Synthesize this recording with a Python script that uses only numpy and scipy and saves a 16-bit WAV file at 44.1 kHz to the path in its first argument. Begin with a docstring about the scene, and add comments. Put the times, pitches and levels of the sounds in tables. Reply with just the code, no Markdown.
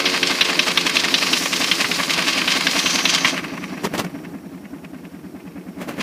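"""Riding a steam traction engine across a field

Each turn of the crank sends two puffs up the chimney, about ten a second, and brings the same round
of rattles. Under load the open gears grind and whine, and slack in the drive knocks hard; leaking
steam hisses and sings over the rumble of boiler and wheels. The clatter then dies away to the soft
puffing, with a few rough clunks, and starts to pick up again at the very end."""
import sys
import numpy as np
from scipy import signal
from scipy.fft import rfft, irfft, next_fast_len
from scipy.io import wavfile

SR = 44100
rng = np.random.default_rng(int(sys.argv[2]) if len(sys.argv) > 2 else 0)


def persist_wave(psi):
    """Save psi, clipped to +-1, as 16-bit WAV."""
    counts = np.round(np.clip(psi, -1, 1) * 32767).astype(np.int16)
    wavfile.write(sys.argv[1], SR, np.atleast_2d(counts).T)


N = 265482
TIME = np.arange(N) / SR

# how fast the crank turns: t/s, speed/(turns a second)
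CRANK_SPEED = [(0.0, 5.693), (0.8, 5.479), (1.4, 5.24), (2.9, 5.216), (3.6, 5.057), (3.95, 4.632),
               (4.15, 5.13), (4.8, 4.991), (5.5, 4.682), (6.02, 4.818)]
# how hard the drive works: t/s, load/dB
DRIVE_LOAD = [(0, 0), (0.9, -1.5), (1.3, 1), (1.49, -6.5), (1.6, -0.5), (2.1, -1.5), (2.7, 1), (3.2, 0.5),
              (3.42, -12.5), (3.95, -21), (4.38, -34), (5.76, -32), (5.94, -19), (6.02, -29)]
# notes at which the ironwork rings: f/Hz, width/Hz, boost/dB
IRON_RING = [(623, 31, 3), (1129, 263, 7.5), (1567, 80, 5), (1796, 170, 2), (2136, 145, 3.5),
             (2320, 140, 0), (2564, 96, 5), (2790, 120, 3), (3104, 17, 7), (3205, 87, 3.5), (3980, 59, 1.5)]
# notes at which the hollow smokebox and boiler ring: f/Hz, width/Hz, boost/dB
BOILER_RING = [(86, 5.7, -3), (172.3, 19, 4.5), (454, 14, 6.5), (652, 120, 5.5), (847, 33, 6)]
# tone of rattling metal: f/Hz, level/dB
RATTLE_TONE = [(60, -46), (300, -14), (600, -8), (1400, -6.5), (2300, 1), (3500, -1), (5500, -4),
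               (7500, -12), (11000, -21.5), (15000, -31.5)]
# bouts of hard gear chatter: middle t/s, relative level/dB, length/s, treble/dB
GEAR_CHATTER = [(0.003, -14.5, 0.0058, -8), (0.312, -18.5, 0.029, -3), (0.502, -17, 0.024, -3),
                (0.685, -17, 0.026, -3.5), (0.87, -14, 0.014, -1), (0.958, -17.5, 0.021, 2),
                (1.229, -17.5, 0.016, -3), (1.535, -15, 0.014, -1), (1.644, -16, 0.011, 3),
                (1.813, -14.5, 0.018, -4), (2.002, -17.5, 0.019, -15), (2.109, -14, 0.0088, 1),
                (2.192, -16.5, 0.023, -9), (2.288, -14.5, 0.03, 0), (2.52, -15.5, 0.024, 4),
                (2.794, -15, 0.014, 10), (2.958, -14, 0.008, 5), (3.148, -13.5, 0.022, 7),
                (3.285, -18.5, 0.04, 1.5), (3.381, -21.5, 0.025, -13.5), (3.642, -27, 0.017, -16),
                (4.252, -35.5, 0.014, -19), (4.656, -40.5, 0.014, -23), (4.849, -38, 0.014, -16),
                (5.055, -41, 0.014, -15), (6.014, -22, 0.018, -6)]
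# slack in the drive striking home: t/s, relative level/dB, length/s, treble/dB
SLACK_KNOCKS = [(0.055, -13.5, 0.017, 6), (0.229, -10.5, 0.0088, 3), (0.409, -8.5, 0.015, 2.5),
                (0.591, -7.5, 0.01, 5.5), (0.7733, -7.5, 0.0094, 0.5), (0.967, -7, 0.0058, 8),
                (1.14, -9, 0.012, 9), (1.329, -10.5, 0.01, 8), (1.713, -8.5, 0.0098, 4.5),
                (1.843, -16, 0.011, -14), (1.9134, -14, 0.0081, -1), (2.095, -14.5, 0.005, 3),
                (2.415, -15.5, 0.007, -12), (2.4755, -14, 0.015, -2.5), (2.668, -9, 0.0077, 0),
                (2.859, -13.5, 0.013, 2.5), (3.053, -9.5, 0.009, 3.5), (3.246, -9.5, 0.014, -7)]


def amp(db):
    """Turns decibels into a factor to multiply by."""
    return 10 ** (np.asarray(db) / 20)


def evened(x):
    """Scales a signal to an average (rms) size of 1."""
    return x / np.sqrt(np.mean(x ** 2) + 1e-20)


def follow(rows, column=1):
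    """Joins the points of a table with straight lines, giving a value at every sample."""
    rows = np.asarray(rows)
    return np.interp(TIME, rows[:, 0], rows[:, column])


def add(mix, s, sound):
    """Mixes a sound in, starting at s seconds."""
    start = round(s * SR)
    sound = sound[max(-start, 0):]
    part = mix[max(start, 0):][:len(sound)]
    part += sound[:len(part)]


def drift(hz, size=N):
    """A random wobble of average size 1, up to about hz times a second."""
    f = np.fft.rfftfreq(size, 1 / SR)
    return evened(irfft(rfft(rng.standard_normal(size)) * np.exp(-(f / hz) ** 2), size))


def colour(x, tone, rings=(), treble_db=0, treble_hz=2950, edge_octaves=0.35, top_hz=10000):
    """Filters a sound by a tone curve, with ringing notes on top and more or less treble."""
    size = 2 * next_fast_len(len(x) // 2 + 1)
    hz = np.fft.rfftfreq(size, 1 / SR) + 1
    f, level = np.transpose(tone)
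    tone_db = np.interp(np.log(hz), np.log(f), level)
    treble = (1 + np.tanh(np.log2(hz / treble_hz) / edge_octaves)) / 2 / (1 + (hz / top_hz) ** 4)
    ring_db = sum(boost / (1 + (2 * (hz - centre) / width) ** 2) for centre, width, boost in rings)
    # folding the cepstrum makes the ringing come after each hit, never before it
    cepstrum = irfft(np.log(amp(tone_db + treble_db * treble + ring_db)))
    cepstrum[1:size // 2] *= 2
    cepstrum[size // 2 + 1:] = 0
    return irfft(rfft(x, size) * np.exp(rfft(cepstrum)))[:len(x)]


def impacts(per_s, spread_db, size=N):
    """Tiny taps at random moments, a few harder than the rest."""
    hardness = amp(spread_db * np.minimum(rng.exponential(1, size), 4))
    return hardness * rng.choice([-1, 1], size) * (rng.random(size) < per_s / SR)


def burst(x, db, length_s):
    """Gives a short sound the energy of level db held for length_s."""
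    return x * amp(db) * np.sqrt(length_s * SR / (np.sum(x ** 2) + 1e-20))


def swell(t, rise_s):
    """Rises to 1 in rise_s and dies away."""
    u = np.maximum(t, 0) / rise_s
    return u * np.exp(1 - u)


def crank(start_turn=-0.229):
    """The crank's position, counted in turns, at every sample."""
    return start_turn + np.cumsum(follow(CRANK_SPEED)) / SR


def each_turn(place, jitter_s, spread_db):
    """Each time the crank passes a place in its turn: t/s, load/dB, chance change of level/dB."""
    turns = crank()
    passes = np.arange(np.ceil(turns[0] - place), turns[-1] - place) + place
    times = np.interp(passes, turns, TIME)
    late, chance = rng.standard_normal((64, 2))[:len(times)].T
    return zip(times + jitter_s * late, np.interp(times, TIME, follow(DRIVE_LOAD)), spread_db * chance)


def engaged(load_db, slack_db=-9, ease_db=5):
    """How firmly the gear teeth press on each other, from 0 to 1."""
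    return .5 + .5 * np.tanh((load_db - slack_db) / ease_db)


def scrapes(rows, tone, rings, per_s, spread_db, rise_share, fall_share, gain_db):
    """Clusters of tiny taps that swell and fade, ringing the body they fall on."""
    out, t = np.zeros(N), np.arange(-2048, 2048) / SR
    for s, db, length, treble_db in rows:
        width_s = length * np.where(t < 0, rise_share, fall_share)
        taps = np.exp(-abs(t / width_s) ** 1.11) * impacts(per_s, spread_db, len(t))
        add(out, s + t[0], burst(colour(taps, tone, rings, treble_db), db + gain_db, length))
    return out


def gears(teeth=16, grind_db=-24, dull_db=-9, flutter_db=2, rough_db=2.5):
    """Teeth slide and tap as they meet: a grinding that dulls as the load goes, and a wavering whine."""
    # loudness of the whine: t/s, level/dB
    whine_levels = [(0, -29), (0.4, -32), (1.2, -34), (2.4, -38.5), (3.3, -40.5), (4.4, -52), (6.02, -43.5)]
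    # tones in the whine: multiple of the rate at which teeth meet, relative level/dB
    overtones = [(1, -33), (2, -17.5), (3, -2), (4, 1), (5, -2), (6, -5), (7, -9)]
    teeth_met = np.cumsum(teeth * follow(CRANK_SPEED) * (1 + 0.0145 * drift(14))) / SR
    load = follow(DRIVE_LOAD)
    tooth_pulse = 1 + 0.18 * np.cos(2 * np.pi * teeth_met)
    contact = impacts(per_s=7000, spread_db=0.5) * tooth_pulse * amp(flutter_db * drift(40))
    # tone of the grinding: f/Hz, level/dB
    grind_tone = [(60, -36.5), (300, -2.5), (550, -4), (900, -3.5), (1400, -4), (2300, 2), (3300, -1),
                  (4800, 3), (6000, -11.5), (7500, -23.5), (15000, -38)]
    bright = evened(colour(contact, grind_tone, IRON_RING))
    dull = evened(colour(contact, grind_tone, IRON_RING, dull_db))
    grind = amp(load + grind_db) * (engaged(load) * bright + (1 - engaged(load)) * dull)
    whine = sum(amp(db + rough_db * drift(24)) * np.sin(2 * np.pi * (multiple * teeth_met + rng.random()))
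                for multiple, db in overtones)
    return (grind + amp(follow(whine_levels)) * evened(whine)) * slack_dip()


def slack_dip(dip_db=-1, lead_turns=0.0066, width_turns=0.088):
    """The drive goes light once a turn, so the gears get a little quieter."""
    turn = crank() + lead_turns
    return amp(dip_db * np.exp(-((turn - np.round(turn)) / width_turns) ** 2))


def steam_leak(hiss_db=-1, sing_db=-2, flutter_db=1.3):
    """A fluttering, spitting leak; the steam sings through a gap, more roughly as the jet grows."""
    # the jet of steam: t/s, relative hiss/dB, singing f/Hz, relative singing/dB
    jet = [(0, -32.5, 5000, -75), (0.95, -33.5, 5310, -38), (1.35, -28, 5500, -29.5),
           (1.8, -28.5, 5400, -34), (2.3, -33, 5160, -54), (2.7, -29.5, 5300, -39),
           (2.85, -29, 6050, -26.5), (3.28, -36, 6070, -30), (3.42, -49, 5880, -49), (3.75, -52, 5660, -51),
           (4.4, -84, 5580, -65), (5.75, -73, 5500, -65), (6.02, -55, 5500, -66)]
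    # tone of the hiss: f/Hz, level/dB
    hiss_tone = [(1000, -11), (4000, 12), (6500, 13), (8000, 7), (10000, 6), (12000, 0.5), (15000, 0.5)]
    spray = impacts(per_s=16000, spread_db=4)
    hiss = evened(colour(spray, hiss_tone)) * amp(follow(jet) + hiss_db)
    phase = 2 * np.pi * np.cumsum(follow(jet, column=2)) / SR
    level = follow(jet, column=3)
    # two bands of noise around the singing pitch
    narrow, broad = (evened(drift(hz) * np.cos(phase) + drift(hz) * np.sin(phase)) for hz in (330, 650))
    rough = .5 + .5 * np.tanh((level + 41) / 5)
    sing = np.sqrt(1 - rough) * narrow + np.sqrt(rough) * broad
    return (hiss + sing * amp(level + sing_db)) * amp(flutter_db * drift(30))


def rumble(lump_db=1.5):
    """The boiler and wheels drone as the engine rolls over the grass."""
    # tone of the drone: f/Hz, level/dB
    tone = [(20, -36), (50, -29), (82, -15.5), (110, -19), (135, -10.5), (175, 0.5), (215, -1.5),
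            (280, -0.5), (350, -1.5), (430, -15), (700, -18), (1500, -24), (4000, -39.5)]
    # loudness of the drone: t/s, level/dB
    levels = [(0, -37.5), (3.6, -33.5), (4.1, -33.5), (4.5, -39), (5.74, -41), (5.82, -31), (6.02, -36.5)]
    drone = evened(colour(rng.standard_normal(N), tone, BOILER_RING))
    return drone * amp(follow(levels) + lump_db * drift(44))


def rattles(slack_treble_db=-18, one_blow_s=0.022):
    """The same rattles come round with every turn, softer and duller as the load goes."""
    # crank taking up slack, valve gear swish, return stroke, linkage clack and its thin tick:
    # place/turns, relative level/dB, length/s, treble/dB, dB gained per dB of load
    moving_parts = [(0.127, -11.5, 0.015, -1, 1.1), (0.322, -17, 0.014, 9, 1.3),
                    (0.59, -19, 0.021, -2.5, 0.88), (0.775, -17.5, 0.0095, -2.5, 0.9),
                    (0.794, -36, 0.003, 24, 3.5)]
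    hard_times = np.array([row[0] for row in SLACK_KNOCKS + GEAR_CHATTER])
    rows = []
    for place, db, length, treble_db, growth in moving_parts:
        for s, load, chance in each_turn(place, jitter_s=0.002, spread_db=2):
            if abs(hard_times - s).min() > one_blow_s:  # a hard blow takes the place of a light one
                dull_db = slack_treble_db * (1 - engaged(load))
                rows.append((s, db + growth * load + chance, length, treble_db + dull_db))
    return scrapes(rows, RATTLE_TONE, IRON_RING, per_s=9000, spread_db=4,
                   rise_share=0.52, fall_share=0.68, gain_db=-2)


def chatter():
    """Now and then the gears chatter much harder and ring the ironwork."""
    return scrapes(GEAR_CHATTER, RATTLE_TONE, IRON_RING, per_s=9000, spread_db=5.5,
                   rise_share=0.62, fall_share=0.58, gain_db=-1)


def chimney_puffs(gain_db=-6, idle_db=-24, waver=0.031, rush_growth=0.42):
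    """Steam rushes up the chimney with a hollow, falling whump; harder puffs favour the upper tones."""
    # the two puffs of a turn: place/turns, relative whump/dB, relative rush/dB, whump dB per dB of load
    puffs = [(0.0, -17.5, -27, 0.2), (0.5, -15.5, -23, 0.13)]
    # tones in a whump: f/Hz at its peak, fall/(octaves a second), relative level/dB, peak delay/s,
    # width/s, dB gained per dB of whump above idle
    whump_tones = [(278.6, 3.27, -2.5, 0.0077, 0.011, 1.0), (190.5, 9.02, -2.5, 0.0316, 0.018, 0.02),
                   (265.5, 9.5, -8.5, 0.029, 0.013, 1.24), (87, 1.4, -17, 0.0083, 0.017, 0.17)]
    # tone of the rushing steam: f/Hz, level/dB
    rush_tone = [(100, -26), (350, 4.5), (650, 12.5), (1000, 7), (1800, 7), (3500, -24), (12000, -40)]
    out, t = np.zeros(N), np.arange(-2048, 6144) / SR
    for place, whump_db, rush_db, load_growth in puffs:
        for s, load, chance in each_turn(place, jitter_s=0.00092, spread_db=1.5):
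            db = whump_db + load_growth * load + chance
            for peak_hz, fall, tone_db, delay, width, growth in whump_tones:
                hz = peak_hz * 2 ** (-fall * (t - delay)) * (1 + waver * drift(34.5, len(t)))
                tone = np.sin(2 * np.pi * (np.cumsum(hz) / SR + rng.random()))
                shape = np.exp(-((t - delay) / width) ** 2)
                push_db = min(db, idle_db) + growth * max(db - idle_db, 0)
                add(out, s + t[0], amp(push_db + tone_db) * shape * tone)
            rush = evened(colour(rng.standard_normal(len(t)), rush_tone, BOILER_RING))
            rush *= swell(t, rise_s=0.0095)
            add(out, s + t[0], amp(rush_db + rush_growth * load + chance) * rush)
    return amp(gain_db) * out


def knocks(attack_s=0.0005, ring_s=0.014, ring_db=-19, gain_db=-1.07):
    """Slack in the drive strikes home: a sudden, heavy blow that sets the iron ringing for a moment."""
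    # tone of a blow: f/Hz, level/dB
    tone = [(30, -53), (120, -13), (450, -22), (900, -13), (1400, -9), (2300, -0.5), (3500, -2.5),
            (4500, -10.5), (5800, -10), (7500, -40), (11000, -28), (15000, -36)]
    # notes at which the crank and its small gear ring: f/Hz, width/Hz, boost/dB
    crank_ring = [(2805, 52, 4), (3400, 120, 4), (3990, 330, 5.5)]
    out, t = np.zeros(N), np.arange(4096) / SR
    for s, db, length, treble_db in SLACK_KNOCKS:
        strike = (1 - np.exp(-(t / attack_s) ** 2)) * np.exp(-(t / length) ** 2)
        shape = strike + amp(ring_db) * swell(t, ring_s)
        blow = colour(shape * rng.choice([-1, 1], len(t)), tone, IRON_RING + crank_ring, treble_db)
        add(out, s, burst(blow, db + gain_db, length))
    return out


def jolts(gain_db=-33, sway_hz=36, width_s=0.0042, contrast=4.2):
    """The hardest knocks also shake the driver's floor with a short, dull thud."""
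    out, t = np.zeros(N), np.arange(-2048, 2048) / SR
    hardest = max(row[1] for row in SLACK_KNOCKS)
    thud = np.exp(-(t / width_s) ** 2) * np.sin(2 * np.pi * sway_hz * t)
    for s, db, *_ in SLACK_KNOCKS:
        add(out, s + t[0], amp(hardest + contrast * (db - hardest) + gain_db) * thud)
    return out


def piston(sway_hz=62, width_s=0.0099):
    """The piston thumps the frame softly each time it turns back, fading as the load goes."""
    # the two ends of its stroke: place/turns, level under load/dB
    reversals = [(0.1, -55), (0.6, -51)]
    out, t = np.zeros(N), np.arange(-2048, 2048) / SR
    for place, db in reversals:
        for s, load, chance in each_turn(place, jitter_s=0.0024, spread_db=4):
            thump = np.exp(-(t / width_s) ** 2) * np.sin(2 * np.pi * (sway_hz * t + rng.random()))
            add(out, s + t[0], engaged(load) * amp(db + chance) * thump)
    return out


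def clunks():
    """Rough, scraping clunks close by, each a cluster of taps with a hollow ring."""
    # the clunks: middle t/s, relative level/dB, length/s, treble/dB
    hits = [(3.843, -23, 0.0047, -1), (3.852, -15, 0.016, -2), (3.872, -16.5, 0.0024, -19),
            (3.94, -18, 0.0032, -5), (3.952, -19, 0.016, -6), (3.982, -21, 0.0041, 4),
            (3.998, -15.5, 0.017, -2), (4.048, -23.5, 0.0087, -8), (5.816, -30, 0.0036, -8),
            (5.823, -26.5, 0.025, -9), (5.892, -22.5, 0.011, -8), (5.912, -29.5, 0.025, -10),
            (5.99, -25.5, 0.027, -11)]
    # their tone: f/Hz, level/dB
    tone = [(30, -20), (100, -13.5), (200, 2.5), (320, -1.5), (550, -4), (800, -8.5), (2000, -12),
            (3500, -14.5), (6000, -18), (10000, -25.5), (15000, -30)]
    # their hollow ring: f/Hz, width/Hz, boost/dB
    rings = [(307, 65, 0.5), (533, 45, 1), (1000, 220, 3), (2000, 230, 1)]
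    return scrapes(hits, tone, rings, per_s=5000, spread_db=2.5,
                   rise_share=0.71, fall_share=0.75, gain_db=-2)


def scene():
    """All parts of the engine, heard from under its roof."""
    clatter = chatter() + clunks() + knocks() + jolts() + piston() + rattles()
    return (clatter + chimney_puffs() + gears() + steam_leak() + rumble())[None]


def record(dry, hiss_db=-57, ceiling=0.76, top_hz=15200):
    """Adds a faint hiss, rounds off the hardest knocks and cuts the highest treble."""
    sound = dry + amp(hiss_db) * rng.standard_normal(dry.shape)
    rounded = sound / (1 + (sound / ceiling) ** 6) ** (1 / 6)
    low_pass = signal.firwin(511, top_hz, window=("kaiser", 9), fs=SR)
    return signal.oaconvolve(rounded, low_pass[None], "same")


dry = scene()
out = record(dry)
persist_wave(out)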